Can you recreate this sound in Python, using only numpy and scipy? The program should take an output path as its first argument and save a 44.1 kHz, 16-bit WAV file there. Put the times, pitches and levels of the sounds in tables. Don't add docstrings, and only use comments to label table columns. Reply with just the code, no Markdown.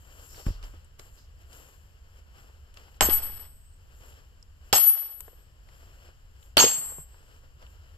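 import sys
import numpy as np
from scipy import signal
from scipy.fft import rfft, irfft, next_fast_len
from scipy.io import wavfile
from scipy.ndimage import uniform_filter1d

SR = 44100
rng = np.random.default_rng(int(sys.argv[2]) if len(sys.argv) > 2 else 0)


def output_pcm(signal):
    pcm = np.clip(np.atleast_2d(signal).T, -1, 1) * 32767
    wavfile.write(sys.argv[1], SR, np.round(pcm).astype(np.int16))


def level_to_linear(level):
    exponent = np.asarray(level, float) / 20
    return 10 ** exponent


N = 351828
PAD = next_fast_len(N)
T = np.arange(N) / SR
HZ = np.fft.rfftfreq(PAD, 1 / SR)
PORT_LAG = 10.5

BLOW_S = [3.0082, 4.7276, 6.5694]

# peak time in seconds, peak level in dB, seconds to rise 20 dB,
# seconds to fall 20 dB, treble against peak level in dB.
CLOTHES_MOVES = [(.1, -62, 1.2, 1.2, -12), (1.15, -70, .1, .15, 8), (.38, -66, .8, .3, 14),
                 (.392, -52, .13, .09, -5), (.464, -47.5, .015, .15, -4), (.64, -53.5, .03, .2, -4),
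                 (.991, -60, .01, .4, 2), (1.42, -64.5, .15, .05, -3), (1.545, -55.5, .13, .5, 1),
                 (2.189, -64.5, .25, .055, -3.5), (2.379, -60.5, .2, .5, -4), (2.771, -57.5, .05, .3, -5),
                 (2.97, -66, .3, .1, -1), (4.09, -57.5, .4, .3, -2.5), (4.69, -63, .18, .3, -1.5),
                 (5.268, -63, .5, .35, -6), (5.75, -62.5, .29, .9, -3), (6.06, -63, .6, .15, -5.5),
                 (6.452, -63.5, .22, .14, 0), (7.35, -64, 1.2, .35, -5), (7.622, -60, .075, .6, -6),
                 (7.95, -69, .8, .8, -11)]
# frequency in Hz, level in dB per Hz.
CLOTH_TONE = [(130, -5), (200, -11), (490, -4), (800, -9), (1600, -6.5), (2300, -14.5), (3010, -5.5),
              (3600, -20), (5400, -14), (6100, -22.5)]
TREBLE_TONE = [(6100, -14.5), (6700, -2.5), (7450, 2), (8200, -11.5), (9800, -17.5), (11200, -5.5),
               (12000, -7.5), (14000, -6), (14500, -40.5)]
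RUMBLE_TONE = [(8.8, -29.5), (15, -3.5), (78, -2), (92, -5), (102, -15.5), (135, -13.5), (152, -27),
               (182, -27), (300, -31), (390, -55.5), (660, -120)]
# start in seconds, length in seconds,
# level change in dB.
RUMBLE_RIDE = [
    (.3, .55, 3),
    (3.05, .35, 6),
    (4.8, .37, -11),
    (6.61, .22, -7),
]
HUSH_S = [0.4962, 0.38, 0.42]

# start in seconds, peak level in dB,
# frequency in Hz, band edge ratio.
SCRAPES = [(.19, -58, 5200, 1.25), (.28, -53, 5300, 1.25), (.31, -52, 5500, 1.1), (.345, -50, 4500, 1.5),
           (.38, -51, 5400, 1.12), (.43, -53, 5300, 1.2), (.46, -52, 5300, 1.12), (.5, -53, 4500, 1.4),
           (.57, -60, 1250, 1.1), (.98, -60, 1100, 1.6), (1.165, -55, 5020, 1.3)]
GRIT_TICKS = [(.4645, -39, 1120, 1.5), (0.627, -42, 2870, 2.2), (0.9943, -39, 5100, 1.7),
              (1.5289, -44.5, 5000, 2), (.9943, -45, 1100, 1.7), (5.688, -50, 2000, 2.5),
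              (.64, -47, 5300, 1.1), (.845, -54, 8000, 1.2), (2.7405, -49, 3030, 4), (2.7712, -39, 2730, 2),
              (2.9442, -55, 2980, 1.6), (6.4267, -50, 3020, 1.3), (7.6256, -53, 2890, 2),
              (7.665, -50, 2980, 1.1)]
CONTACTS = [(3.0073, -7.5, 3000, 2.3), (3.009, -16, 7640, 1.22), (4.4268, -45, 5230, 1.1),
            (4.4255, -52, 7380, 1.1), (4.7272, -10, 3300, 2.4), (5.2054, -30, 13700, 1.1),
            (5.2054, -35, 7500, 1.1), (5.2054, -43, 3000, 1.8), (6.569, -10, 3500, 2.2),
            (6.5712, -8, 3040, 1.1), (6.5788, -9, 4450, 1.1), (6.579, -15, 1500, 2),
            (6.5898, -13, 3000, 1.3), (6.6, -13, 3050, 1.2), (6.607, -14, 3100, 2.2),
            (6.597, -19, 5600, 1.1), (6.61, -18, 5600, 1.1), (6.619, -18, 5500, 1.15),
            (6.643, -20, 5500, 1.15), (6.646, -23, 3000, 1.15), (6.681, -27, 2900, 1.15),
            (3.096, -32, 3090, 1.1), (3.026, -22, 3000, 1.4), (4.733, -17, 4650, 1.15),
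            (4.894, -39, 2950, 1.15), (6.626, -22, 4500, 1.3)]
# start in seconds, peak level in dB, frequency in Hz.
KNOCKS = [(0.344, -43, 1600), (0.377, -43, 455), (0.397, -39, 440), (0.479, -33.5, 323), (0.5, -42, 353),
          (0.633, -42.5, 1384), (0.736, -45, 305), (0.994, -44.5, 390), (2.442, -50, 366),
          (2.496, -51, 566), (2.77, -46.5, 600), (2.881, -48, 900), (5.203, -45, 1000), (5.279, -48, 950),
          (5.279, -40, 458), (5.329, -50, 490), (5.686, -54, 600), (5.828, -51.5, 606), (6.087, -49, 502),
          (6.919, -40.5, 506), (6.983, -38.5, 435), (7.142, -47.5, 926), (7.433, -54, 527),
          (7.624, -47, 490)]
# start in seconds, peak level in dB, frequency in Hz, T60 in seconds.
JOLTS = [(0.464, -24, 242, .022), (3.009, -15, 619, .03), (3.012, -10, 921, .012), (3.025, -19.5, 623, .03),
         (3.0865, -16, 370, .012), (4.727, -20, 420, .03), (4.732, -12.5, 816, .032),
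         (4.737, -15, 736, .018), (6.568, -14.5, 605, .025), (6.572, -19, 280, .03),
         (6.571, -12, 1400, .025), (6.589, -13, 1400, .02), (6.606, -12, 950, .022),
         (6.625, -20.5, 1030, .039), (6.639, -10, 450, .018), (6.647, -20, 427, .03),
         (6.663, -24, 500, .041), (4.756, -22, 750, .05), (4.79, -30, 900, .03)]
# start in seconds, level in dB, frequency in Hz,
# T60 in seconds, sign of the first push.
THUDS = [(0.4654, -16, 95, 0.032, -1), (0.469, -18, 46, 0.076, 1), (0.485, -13.5, 41, 0.062, -1),
         (0.504, -20, 78, 0.064, 1), (0.549, -35.5, 39.3, 0.56, -1), (0.634, -31, 36, 0.23, 1),
         (3.017, -17, 22, .12, -1), (3.02, -27, 81, .15, 1), (3.055, -27, 66, .45, -1),
         (3.10, -24, 5, 0.81, 1), (4.729, -28, 87, 0.09, -1), (6.572, -25.5, 55, .1, -1),
         (6.64, -46.5, 110, 0.32, -1), (6.78, -44, 140, .12, 1), (6.985, -40, 150, .1, -1)]

# peak level in dB, time to peak in seconds, swell in dB, T60 in seconds.
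RINGS = [
    [(-17, .15, 1, .54), (-10, .16, 6, .55), (-26, .07, 2, .95)],
    [(-26, .16, 3, .5), (-18, .18, 16, .45), (-32, .06, 2, .72)],
    [(-38.5, .03, 0, 1.6), (-41, .005, 0, 1.5), (-43.5, .3, -8, 1.7)],
    [(-29, .026, 0, .3), (-25, .03, 8, .36), (-22.5, .047, 19, .76)],
    [(-36, .026, 0, .31), (-32, .03, 5, .32), (-19.5, .047, 16, .335)],
]
# time in seconds, dip in dB (negative revives), half width in seconds.
RING_DIPS = [
    [(3.085, 9, .03), (3.18, 4, .03), (3.211, 28, .025), (3.3, 5, .04), (3.388, 14, .012), (3.41, -7, .06),
     (4.858, 7, .02), (4.918, 8, .025), (4.966, 13, .025), (5.04, 5, .04), (5.088, 11, .025),
     (6.657, 8, .025), (6.718, 10, .022), (6.754, 17, .016)],
    [(3.122, 17, .035), (3.211, 12, .02), (4.946, 40, .022), (5.0, 8, .04), (6.705, 14, .04)],
    [(3.098, 6, .03), (3.142, -9, .045), (3.246, -6, .04), (4.88, -6, .04), (5.206, -10, .03)],
    [(3.098, 11, .045), (5.206, -18, .03), (6.585, 12, .016)],
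    [(3.098, 7, .04), (5.206, -14, .03), (6.578, 10, .014), (6.6, -7, .02), (6.65, 2, .012),
     (6.725, 5, .015), (6.745, -4, .015), (6.8, 5, .02)],
]
RING_BEND = [.95, .95, .7, .95, .95]
RING_END_S = [3.85, 5.6, 7.45]
# left minus right in dB for thin, middle and low partial.
RING_PAN_DB = [(-2, -3.5, 6), (0.5, -3, -0.5), (-2, 3.5, -2)]
# frequency in Hz, cluster width in Hz.
MIDDLE_RING = [
    (7630, 90),
    (7665, 100),
    (7487, 8),
]
MODE_HZ = [13925, 9592, 4455, 7893, 11440, 12690, 13440, 10980, 10200, 9050, 12270, 3050, 4478, 4432]
# T60 in seconds, level in dB at blows 1, 2 and 3, left minus right in dB.
MODES = [(.8, -42.5, -36, -33, 13.5), (.6, -99, -99, -34, 5), (.45, -55, -54, -23, -5.5),
         (1, -50.5, -49.5, -34.5, 2), (0.19, -33.5, -27, -33, 4), (.18, -50, -35, -33.5, 3.5),
         (0.11, -48, -37.5, -26.5, 1), (0.053, -36, -35.5, -30.5, 0.5), (0.072, -38, -43.5, -34.5, 3),
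         (.09, -58, -42.5, -34, 3.5), (.1, -38, -37, -33, 2.5), (0.17, -35.5, -33, -24.5, 2.5),
         (0.36, -55.5, -50, -30, -2), (.34, -55, -56, -30, -5)]
# time in seconds, dip in dB, half width in seconds.
WEDGE_CHOKES = [(6.572, 6, .007), (6.638, 14, .013), (6.667, 7, .006), (6.79, 5, .03), (6.87, 5, .04),
                (7.0, 12, .08)]
# seconds after the blow, drop in dB.
DAMPED = [(.76, 8), (.72, 6), (.46, 13)]

# level in dB, fibres hold in seconds, T60 in seconds, last echo in seconds.
SPLIT_BODY = [(-19.5, .004, .8, .447), (-23.5, .004, .95, .385), (-27, .065, 1.0, .43)]
# level in dB, hold in seconds, T60 in seconds.
SPLIT_BRIGHT = [(-29, .012, .72), (-24.5, .012, .5), (-25, .065, .12)]
# level in dB, T60 in seconds, seconds until the fibres let go.
SPLINTER = [(-24.5, 0.067, 0.0075), (-30, 0.26, 0.038), (-28.5, 0.38, 0.0683)]
# boom in dB, sizzle in dB.
SPLIT_COLOUR = [
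    (-1, 1),
    (-6, 3),
    (1, -3),
]
# frequency in Hz, level in dB per Hz.
WOOD_TONE = [(120, -7), (500, -6.5), (900, -4), (1360, -6), (2400, -11.5), (3050, -4.5), (3800, -14),
             (5600, -7), (6120, -32), (6900, -15), (7700, -11.5), (8250, -19), (8500, -72)]
# time in seconds, lift in dB, dies in seconds.
SLAPS = [(3.096, 4, .012), (3.1216, 5, .05), (3.1445, 3, .015), (3.29, 2, .04), (3.365, 5, .08),
         (4.76, 2, .03), (4.89, 3, .03), (5.005, 3, .03), (6.74, 2, .04), (6.85, 3, .05)]


def colour(x, table, lo_hz, hi_hz):
    f, db = np.transpose(table)
    band = 1 / np.sqrt((1 + (lo_hz / (HZ + 1)) ** 12) * (1 + (HZ / hi_hz) ** 12))
    gain = level_to_linear(np.interp(np.log(HZ + 1), np.log(f), db)) * band
    y = irfft(rfft(x, PAD) * gain, PAD)[..., :N]
    return y / np.sqrt(np.mean(y ** 2))


def walk(rate):
    k = int(SR / rate)
    held = np.repeat(rng.standard_normal(N // k + 1), k)
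    return 1.1 * uniform_filter1d(uniform_filter1d(held, k), k)[:N]


def pan(x, db):
    return x * level_to_linear(np.multiply.outer([.5, -.5], db * np.ones(x.shape[-1])))


def ports(x, alike, lag):
    share = np.clip(alike, 0, 1)
    late = irfft(rfft(x[0], PAD) * np.exp(-2j * np.pi * HZ * lag / SR), PAD)[:N]
    return np.sqrt(share) * np.array([x[0], late]) + np.sqrt(1 - share) * x[1:]


def grainy(rate, size_db, share):
    size = level_to_linear(size_db * np.minimum(rng.exponential(1, (3, N)), 2.5))
    hit = (rng.random((3, N)) < rate / SR) * size * rng.choice([-1, 1], (3, N))
    return rng.standard_normal((3, N)) + share * hit / hit.std()


def add(out, s, x):
    i = int(s * SR)
    out[:, i:i + x.shape[1]] += x[:, :N - i]


def fall(t, t60, bend):
    return 60 * (np.maximum(t, 0) / t60) ** bend


def dips(time, rows):
    return sum(dip_db * np.maximum(1 - np.abs(time - s) / half, 0) for s, dip_db, half in rows)


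def moves(steep, treble):
    t = T[::32]
    each = [level_to_linear(db + treble * top_db - 20 * steep * np.maximum((s - t) / rise, (t - s) / drop))
            for s, db, rise, drop, top_db in CLOTHES_MOVES]
    return np.interp(T, t, np.sqrt(np.sum(np.square(each), axis=0)))


def yard():
    rub = ports(grainy(rate=2700, size_db=4.5, share=1.0), alike=.78, lag=PORT_LAG)
    air = ports(rng.standard_normal((3, N)), alike=.38, lag=PORT_LAG)
    ground = ports(rng.standard_normal((3, N)), alike=.88, lag=PORT_LAG)
    ride_db = sum(db * ((T > s) & (T < s + lasts)) for s, lasts, db in RUMBLE_RIDE) * 1.
    duck = level_to_linear(uniform_filter1d(ride_db, int(.09 * SR)))

    low = colour(rub, CLOTH_TONE, 130, 6100) * moves(steep=1, treble=0) * level_to_linear(1.5 + 2.5 * walk(rate=30))
    high = colour(rub, TREBLE_TONE, 6100, 17000) * moves(steep=1.4, treble=1) * level_to_linear(-3 + 1.5 * walk(rate=25))
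    low += colour(air, CLOTH_TONE, 130, 6100) * level_to_linear(-68.3) * duck
    high += colour(air, TREBLE_TONE, 4300, 15000) * level_to_linear(-77.8) * duck
    hush = sum((T > s0) & (T < s0 + hold) for s0, hold in zip(BLOW_S, HUSH_S))
    high *= level_to_linear(-25 * uniform_filter1d(1. * hush, size=3000))
    rumble = colour(ground, RUMBLE_TONE, 12, 260) * duck * level_to_linear(-51.5 + .56 * walk(rate=4))
    return pan(low, 3.6) + pan(high, 12) + rumble


def taps(rows, purity, crest_db, delay_s, skew, side_db, scatter_db):
    out, t = np.zeros((2, N)), np.arange(SR // 10) / SR
    puffs = rng.standard_normal((len(rows), 2, len(t)))
    for (s, db, hz, t60, span), puff in zip(rows, puffs):
        span, side = max(span, 1.1), side_db + scatter_db * puff[0, -1]
        turn = skew * puff[:, :1] * hz / 1000
        edges = [hz / span, min(hz * span, 14500)]
        puff = signal.sosfilt(signal.butter(2, edges, "bandpass", fs=SR, output="sos"), puff)
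        x = purity * np.sin(2 * np.pi * hz * t + turn) + (1 - purity) * puff / puff.std()
        attack = np.minimum(t / max(.25 / hz, t60 / 20 - .004), 1)
        x = x * level_to_linear(-60 * t / max(t60, .004)) * attack
        x *= level_to_linear(db + crest_db) / np.abs(x).max(axis=1, keepdims=True)
        add(out, s + delay_s, pan(x, side))
    return out


def sharp_taps(rows, t60):
    rows = [(s, db, hz, t60, ratio) for s, db, hz, ratio in rows]
    return taps(rows, purity=.4, crest_db=3.5, delay_s=.00055, skew=.1, side_db=1.5, scatter_db=2)


def scrapes():
    return sharp_taps(SCRAPES, t60=.45)


def knocks():
    rows = [(*row, .035, 1.9) for row in KNOCKS]
    return taps(rows, purity=.5, crest_db=0, delay_s=.0012, skew=.9, side_db=.5, scatter_db=2)


def jolts():
    rows = [(*row, 1.6) for row in JOLTS]
    return taps(rows, purity=.8, crest_db=0, delay_s=.0012, skew=.9, side_db=.3, scatter_db=1.5)


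def grit():
    return sharp_taps(GRIT_TICKS, t60=.026)


def thuds():
    out, t = np.zeros((2, N)), np.arange(SR // 2) / SR
    opposite = np.array([[1], [-1]])
    for s, db, hz, t60, sign in THUDS:
        skew = .6 * np.minimum(t * hz, 1) * opposite / 2
        shake = np.sign(sign) * np.sin(2 * np.pi * hz * t + skew)
        add(out, s, pan(shake * level_to_linear(db - 60 * t / t60), -4 * (s > 1)))
    return out


def contacts():
    return sharp_taps(CONTACTS, t60=.015)


def ring(which, blow, t):
    db, peak_s, swell_db, t60 = RINGS[which][blow]
    db = db - swell_db * np.maximum(1 - t / peak_s, 0) - fall(t - peak_s, t60, RING_BEND[which])
    db = db - dips(t + BLOW_S[blow], RING_DIPS[which])
    return uniform_filter1d(db, size=400)


def steel():
    out = np.zeros((2, N))
    for k, (s0, s1) in enumerate(zip(BLOW_S, RING_END_S)):
        t = np.arange(int((s1 - s0) * SR)) / SR

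        def waver(db):
            return db * np.array([walk(rate=75)[:len(t)], walk(rate=80)[:len(t)]])

        drift = waver(.55) + np.array([[0], [np.pi / 2]])

        def tone(hz):
            return np.sqrt(2) * np.sin(2 * np.pi * hz * t + rng.uniform(0, 2 * np.pi) + drift)

        hz, width = MIDDLE_RING[k]
        if width > 20:
            middle = sum(tone(hz + width * d) for d in rng.uniform(-.7, .7, 5)) / np.sqrt(5)
        else:
            middle = tone(hz)
        level = [ring(which, k, t) for which in range(len(RINGS))]
        let_go_db = 22 * np.exp(-t / .012)
        x = tone(11853) * level_to_linear(np.array(level[:2]) - let_go_db + waver(1.3))
        for y, db, side in zip((tone(8052), middle, tone(6519)), level[2:], RING_PAN_DB[k]):
            x += pan(y * level_to_linear(db + 4 + waver(2.2)), side)

        shake = waver(3.5)
        choke = dips(t + s0, WEDGE_CHOKES)
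        for m, (hz, (t60, *db, side)) in enumerate(zip(MODE_HZ, MODES)):
            mode_db = db[k] - 60 * t / t60 - choke * (4000 < hz < 5000)
            x += pan(tone(hz) * level_to_linear(mode_db + np.roll(shake, 997 * m, axis=1)), side)
        damp_s, damp_db = DAMPED[k]
        x *= level_to_linear(-damp_db * np.clip((t - damp_s) / .03, 0, 1))
        add(out, s0, x * np.minimum(t / .002, 1) * np.minimum((t[-1] - t) / .1, 1))
    return out


def log():
    tear = ports(grainy(rate=700, size_db=6.5, share=1.2), alike=.5, lag=2.7)
    plain_body = colour(tear, WOOD_TONE, 130, 2200)
    plain_bright = colour(tear, WOOD_TONE, 2600, 8300)
    boom = signal.sosfiltfilt(signal.butter(3, 400, "low", fs=SR, output="sos"), plain_body)
    sizzle = signal.sosfiltfilt(signal.butter(3, 3700, "high", fs=SR, output="sos"), plain_bright)
    top = colour(tear, TREBLE_TONE, 8400, 15000)

    slap = sum(db * (T >= s) * np.exp(-np.abs(T - s) / dies) for s, db, dies in SLAPS)
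    slap = uniform_filter1d(slap, size=120)
    patch = level_to_linear(.6 * slap + 1.5 * walk(rate=60))
    bright_patch = level_to_linear(slap + 1.5 * walk(rate=90))

    out = np.zeros((2, N))
    for k, s0 in enumerate(BLOW_S):
        body_db, grip, body_t60, last = SPLIT_BODY[k]
        bright_db, bright_s, bright_t60 = SPLIT_BRIGHT[k]
        top_db, top_t60, hold = SPLINTER[k]
        boom_db, sizzle_db = SPLIT_COLOUR[k]
        t = T - s0
        live = (t >= 0) * level_to_linear(-150 * np.maximum(t - last, 0))
        body = plain_body + (level_to_linear(boom_db) - 1) * boom
        bright = plain_bright + (level_to_linear(sizzle_db) - 1) * sizzle
        out += live * patch * body * level_to_linear(body_db + 2 - fall(t - grip, body_t60, .47))
        loss = fall(np.maximum(t, bright_s), bright_t60, .35) - fall(bright_s, bright_t60, .35)
        out += live * bright_patch * bright * level_to_linear(bright_db + 1.1 - loss)
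        out += live * top * level_to_linear(top_db - 60 * np.maximum(t, 0) / top_t60 - 3000 * np.maximum(t - hold, 0))
    return out


def scene():
    small = yard() + scrapes() + knocks() + jolts() + grit() + thuds()
    return small + contacts() + steel() + log()


def roll_off(x):
    return signal.sosfilt(signal.butter(12, 16980, fs=SR, output="sos"), x)


def record(dry):
    dull = signal.sosfilt(signal.ellip(4, .3, 30, 14500, fs=SR, output="sos"), dry)
    notched = signal.lfilter(*signal.iirnotch(6130, 14, SR), dull)
    mix = np.clip(.3 * dull + .7 * notched, -.98, .98)
    return roll_off(mix)


dry = scene()
out = record(dry)
output_pcm(out)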